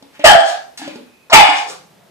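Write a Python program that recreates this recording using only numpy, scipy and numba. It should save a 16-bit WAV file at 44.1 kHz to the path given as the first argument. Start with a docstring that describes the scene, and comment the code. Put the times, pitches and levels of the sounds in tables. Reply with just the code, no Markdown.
"""In a hard-walled bathroom, a bulldog puppy yaps twice in a wet tub, close to a phone that overloads.
Each yap is a shrill, wavering tone beside a rasp of uneven pulses and air through throat resonances;
a falling squeal tops the first. Around the yaps, shaped noise makes huffs, nose whistles and paw rubs,
and decaying sines make bumps that set the tub ringing. A dense reverberant tail follows every sound,
over quiet room noise."""
import sys
import numpy as np
from scipy import signal
from scipy.fft import rfft, irfft
from scipy.io import wavfile
from numba import njit

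SR = 44100
rng = np.random.default_rng(int(sys.argv[2]) if len(sys.argv) > 2 else 0)


def store_pcm(level_fs):
    """Save levels as 16-bit WAV."""
    pcm = np.round(np.clip(level_fs, -1, 1) * 32767).astype(np.int16)
    wavfile.write(sys.argv[1], SR, np.atleast_2d(pcm).T)


N = 92610  # samples, 2.1 s

# unsteadiness of the voice: pitch share, level spread, random points per second
JITTER, SHIMMER_DB, JITTER_HZ = 0.03, 5.5, 298.7
RASP_PAN_DB = 4  # left over right, for rasp and squeal


def undb(db):
    """Decibels to gain."""
    return 10 ** (np.asarray(db) / 20)


def unit(x):
    """Scale to rms 1."""
    return x / np.sqrt(np.mean(x ** 2) + 1e-18)


def pan(x, db):
    """Tip a sound to the left by db, as a level difference between the channels."""
    return x * undb(np.array([[db], [-db]]) / 2)


def band(x, hz, width):
    """One resonance, gain 1 at its centre."""
    b, a = signal.iirpeak(hz, hz / width, fs=SR)
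    return signal.lfilter(b, a, x)


def steep_band(x, hz, width):
    """The same resonance twice in a row, for steeper sides."""
    return band(band(x, hz, width), hz, width)


@njit
def moving_band(x, hz, width):
    """A two-integrator resonance whose centre moves every sample, gain 1 at its centre."""
    y = np.empty(len(x))
    band_state, low_state = 0., 0.
    for i in range(len(x)):
        g = np.tan(np.pi * hz[i] / SR)
        damping = width / hz[i]
        v = (band_state + g * (x[i] - low_state)) / (1 + g * (g + damping))
        band_state = 2 * v - band_state
        low_state = low_state + 2 * g * v
        y[i] = damping * v
    return y


def highpass(x, order, hz):
    """Take away the bass below hz."""
    return signal.sosfilt(signal.butter(order, hz, "high", fs=SR, output="sos"), x)


def hiss(hz, width):
    """Steady noise in one steep resonance, rms 1."""
    return unit(steep_band(rng.standard_normal(N), hz, width))


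def walk(rate):
    """Smooth chance: random points, rate per second, joined by straight lines."""
    return np.interp(np.arange(N) / SR * rate, np.arange(N), rng.standard_normal(N))


def colour(x, hz, gain):
    """Shape a spectrum by points on a log-frequency axis."""
    f = np.arange(x.shape[-1] // 2 + 1) * SR / x.shape[-1]
    curve = np.interp(np.log(f + 1), np.log(hz), gain)
    return irfft(rfft(x) * curve, x.shape[-1])


def swell(t, start, attack, decay):
    """Straight rise, then exponential fall."""
    rise = np.clip((t - start) / attack, 0, 1)
    return rise * np.exp(-np.maximum(t - start - attack, 0) / decay)


def hold(t, start, end):
    """Fade in and out over 48 ms each; a sound under 96 ms stays below full level."""
    return np.clip(np.minimum(t - start, end - t) / 0.048, 0, 1)


def ring(t, start, hz, decay):
    """One struck mode: a sine that starts at the blow and dies away."""
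    age = np.maximum(t - start, 0)
    return np.sin(2 * np.pi * hz * age) * np.exp(-age / decay)


def yap(t, curve, throat, breathy, rough):
    """A wavering tone, and a rasp of uneven pulses and gated air that rings the sliding throat."""
    s, hz, tone_db, rasp_db = np.array(curve).T
    note, cycles = tone(t, s, hz, tone_db, rough)

    flaps = cycles * 0.5  # the rasp runs an octave below the tone
    pulses = np.diff(np.floor(flaps), prepend=0) * undb(SHIMMER_DB * walk(JITTER_HZ))
    air = rng.standard_normal(N) * np.exp(-(flaps % 1) / 0.4)  # strongest at each pulse
    source = unit(pulses) + breathy * unit(air)

    # a fixed hiss band, then resonances that slide for 61 ms from the third point of the curve
    rasp = undb(-19.5) * steep_band(source, 7740, 1680)
    jaw = np.clip((t - s[2]) / 0.061, 0, 1)
    for first, last, width, db in throat:
        centre = first + (last - first) * jaw
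        once = moving_band(source, centre, 0.98 * width)
        rasp = rasp + undb(db) * moving_band(once, centre, 0.98 * width)
    rasp = unit(rasp) * undb(np.interp(t, s, rasp_db))

    voice = voiced(t, s) * (pan(note, -4.5) + pan(rasp, RASP_PAN_DB))
    return highpass(voice, 4, 379)


def tone(t, s, hz, db, rough):
    """A wavering note with a weak octave, returned with its count of cycles."""
    unsteady = 1 + rough * np.exp(-np.maximum(t - s[1], 0) / 0.022)  # extra roughness clears away
    pitch = np.interp(t, s, hz) * (1 + JITTER * unsteady * walk(JITTER_HZ))
    cycles = np.cumsum(pitch) / SR
    wave = np.sin(2 * np.pi * cycles) + undb(-17) * np.sin(4 * np.pi * cycles)
    shimmering = unit(wave * undb(SHIMMER_DB * walk(JITTER_HZ)))
    return shimmering * undb(np.interp(t, s, db)), cycles


def voiced(t, s):
    """The voice starts abruptly, in 3.5 ms, and lets go over the 34 ms after its last point."""
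    return np.clip((t - s[0]) / 0.0035, 0, 1) * np.clip((s[-1] - t) / 0.034 + 1, 0, 1)


def squeal(t, waver):
    """A narrow, falling sine above the first yap's tone, which wavers on its own."""
    # shrill overtone: (time [s], pitch [Hz], level [dB])
    squeal_curve = [(0.261, 1859, -11.5), (.29, 1684, 4.5), (0.327, 1649, -11.5), (.385, 1585, -22)]
    s, hz, db = np.array(squeal_curve).T
    cycles = np.cumsum(np.interp(t, s, hz) * (1 + waver * walk(JITTER_HZ))) / SR
    line = unit(np.sin(2 * np.pi * cycles) * undb(SHIMMER_DB * walk(JITTER_HZ)))
    return pan(voiced(t, s) * line * undb(np.interp(t, s, db)), RASP_PAN_DB)


def huffs(t):
    """Short puffs and snuffles: swells of band noise, softened by the dog's jowls."""
    # air through nose and lips:
    # (start [s], attack [s], decay [s], level [dB], centre [Hz], width of each filter pass [Hz])
    puffs = [(0.119, 0.038, 0.029, -46.5, 1730, 3500), (0.196, 0.0011, 0.05, -36, 2240, 1790),
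             (0.418, 0.068, 0.028, -23, 4440, 6000), (0.774, 0.0011, 0.02, -28, 4100, 8910),
             (0.782, 0.055, 0.073, -37, 2500, 4410), (0.936, .015, .025, -49, 3400, 5040),
             (1.299, 0.001, .025, -29.5, 4350, 2200), (1.519, 0.063, 0.029, -26.5, 5200, 4900),
             (1.656, 0.046, 0.034, -32, 5400, 7100), (1.67, 0.053, 0.011, -39, 1300, 580),
             (1.62, 0.1, 0.019, -37.5, 453, 162), (1.298, 0.00045, .018, -20.5, 865, 596)]
    air = 0
    for start, attack, decay, db, hz, width in puffs:
        air = air + undb(db) * swell(t, start, attack, decay) * hiss(hz, width)
    return signal.sosfilt(signal.butter(2, 10360, fs=SR, output="sos"), air)


def whistles(t):
    """Air whistling faintly in the dog's short nose: very narrow bands of noise."""
    # nose whistles: (start [s], end [s], pitch [Hz], level when fully faded in [dB])
    nose_notes = [(0.786, 0.855, 1696, -36.5), (0.88, 0.92, 2470, -37.5), (1.033, 1.296, 2530, -61.5)]
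    return sum(undb(db) * hiss(hz, 130) * hold(t, start, end) for start, end, hz, db in nose_notes)


def bumps(t):
    """Soft knocks with a wet click; each has its own note and sets the tub's modes ringing."""
    # knocks of paws and jowls: (time [s], level [dB], ring [Hz], decay [s])
    knocks = [(0.025, -33.5, 550, 0.0024), (0.194, -28, 585, 0.017), (0.405, -27, 305, 0.018),
              (0.794, -35, 819, 0.025), (.817, -26.5, 752, 0.011), (0.877, -22.5, 568, 0.0099),
              (.957, -27.5, 437, 0.006), (1.03, -42.5, 256, 0.02), (1.486, -20.5, 299, 0.017)]
    # modes of the tub: (frequency before detuning [Hz], decay [s], level [dB])
    tub_modes = [(238, 0.0092, -9), (283, 0.024, -2.5), (450, 0.011, -7.5), (880, .014, -10.5)]
    tub_db, click_db = -4, -9  # against the knock's own note
    tub_detune = 0.079  # each place on the tub rings a little differently
    out = 0
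    for start, db, hz, decay in knocks:
        tub = 0
        for mode_hz, fade, mode_db in tub_modes:
            detuned = mode_hz * (1 + tub_detune * rng.standard_normal())
            tub = tub + undb(mode_db) * ring(t, start, detuned, fade)
        click = hiss(3600, 4500) * swell(t, start, 0.00073, 0.0042)
        knock = ring(t, start, hz, decay) + undb(tub_db) * tub + undb(click_db) * click
        out = out + undb(db) * knock
    return highpass(out, 3, 170)


def rubs(t):
    """Faint groans of pads on the wet tub: noise in low bands, faded in and out."""
    # paw rubs: (start [s], end [s], pitch [Hz], width of each filter pass [Hz], level [dB])
    groans = [(0.795, 1.059, 268.4, 112, -42), (1.67, 2.15, 166.7, 44.4, -55),
              (1.888, 2.19, 640, 453, -59.5)]
    return sum(undb(db) * hiss(hz, width) * hold(t, start, end) for start, end, hz, width, db in groans)


def bathroom(x, t):
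    """Direct sound reaches the right port first; dense reflections follow, alike in the bass only."""
    # reverberation by band: (centre [Hz], time to fall 60 dB [s], level [dB])
    room_bands = [(103, 0.043, -7.5), (288.4, 0.47, -7), (700, 0.41, -0.5), (1522, 0.39, 0),
                  (3217, 0.34, -0.5), (6000, 0.43, -8), (11800, 0.22, -1.5)]
    direct_db, wet_db = -2.5, -0.5
    port_lag_s, alike_hz = 0.00013, 447.4  # left port's delay; the channels differ fully above alike_hz
    hz, t60, db = np.array(room_bands).T
    mid, side = rng.standard_normal((2, N))
    tail = 0
    for k, own_band in enumerate(np.eye(len(hz))):
        apart = min(hz[k] / alike_hz, 1)
        pair = (mid + apart * side * np.array([[1], [-1]])) / np.hypot(1, apart)
        tail = tail + undb(db[k]) * colour(pair, hz, own_band) * np.exp(-np.log(1000) * t / t60[k])
    build = np.clip(t / 0.003, 0, 1)  # reflections gather over 3 ms
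    tail = tail * build / np.sqrt(SR * t60.mean() / np.log(10 ** 6))  # level by the mean decay
    direct = np.array([np.interp(t - port_lag_s, t, x[0]), x[1]])
    reverb = signal.fftconvolve(x, tail, axes=1)[:, :N]
    return undb(direct_db) * pan(direct, 1) + undb(wet_db) * reverb


def floor():
    """Quiet room noise, partly shared by the channels, whose level drifts slightly."""
    # spectrum of the noise: (frequency [Hz], relative level per hertz [dB])
    floor_curve = [(30, -38.5), (80, -9.5), (200, -3.5), (500, -4), (1200, -10.5), (2800, -13.5),
                   (6000, -20), (14000, -24), (15500, -59)]
    hz, db = np.array(floor_curve).T
    noise = rng.standard_normal((2, N)) + rng.standard_normal(N)
    return undb(-54.5 + walk(10.0)) * unit(colour(noise, hz, undb(db)))


def scene():
    """Dog and tub in the bathroom, over the room noise."""
    # course of each yap: (time [s], pitch [Hz], tone level [dB], rasp level [dB])
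    first_curve = [(0.239, 653.2, -13, -39), (0.24, 650.3, 9, -11.5), (.25, 623.1, 4.5, -2),
                   (.258, 585.4, -3.5, 9.5), (0.284, 570, -8, 4), (0.293, 804.6, 3.5, 0),
                   (0.319, 751.8, 5.5, -1), (0.346, 685.4, 2, -30), (0.403, 670.6, -10.5, -12.5)]
    second_curve = [(1.311, 700.6, -39, -30.5), (1.322, 654.7, -8, -26), (1.333, 639.6, 1.5, 7),
                    (1.344, 890, 1.5, 13), (1.381, 864.7, 0.5, 0.5), (1.414, 821, 6, -1.5),
                    (1.426, 703.3, -4.5, -6), (1.489, 734, -16.5, -11), (1.54, 700.8, -31.5, -20.5)]
    # throat resonances, which slide as the jaw moves:
    # (start [Hz], end [Hz], nominal width before narrowing [Hz], level [dB])
    first_throat = [(736, 790, 180, -1.5), (1150, 1290, 188, -7), (1890, 1632, 355, -2.5),
                    (2797, 3274, 427, -3), (5070, 4120, 1600, -15)]
    second_throat = [(834, 747, 264, -3), (1240, 1000, 256, -4), (2172, 1788, 310, -3),
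                     (2403, 2297, 565, 0), (2882, 2905, 292, 0), (3150, 3330, 444, -3),
                     (4755, 4870, 670, -10.5)]
    t = np.arange(N) / SR
    first = yap(t, first_curve, first_throat, breathy=0.83, rough=0) + squeal(t, waver=0.026)
    second = yap(t, second_curve, second_throat, breathy=1.12, rough=1.8)
    dog = first + second + huffs(t) + whistles(t)
    return bathroom(dog + bumps(t) + rubs(t), t) + floor()


def record(dry):
    """The gain drops a moment late, peaks clip at full scale, and a steep low-pass ends the sound
    near 15.5 kHz."""
    agc_s, threshold_db, slope = 0.031, -12.5, 0.89  # automatic gain: averaging time, knee, strength
    keep = np.exp(-1 / (agc_s * SR))
    loudness = signal.lfilter([1 - keep], [1, -keep], np.minimum(np.abs(dry), 1).mean(axis=0))
    gain = np.hypot(1, loudness / undb(threshold_db)) ** -slope
    clipped = np.clip(dry * undb(2) * gain, -1, 1)
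    return signal.sosfilt(signal.ellip(8, 0.2, 60, 15500, fs=SR, output="sos"), clipped)


dry = scene()
out = record(dry)
store_pcm(out)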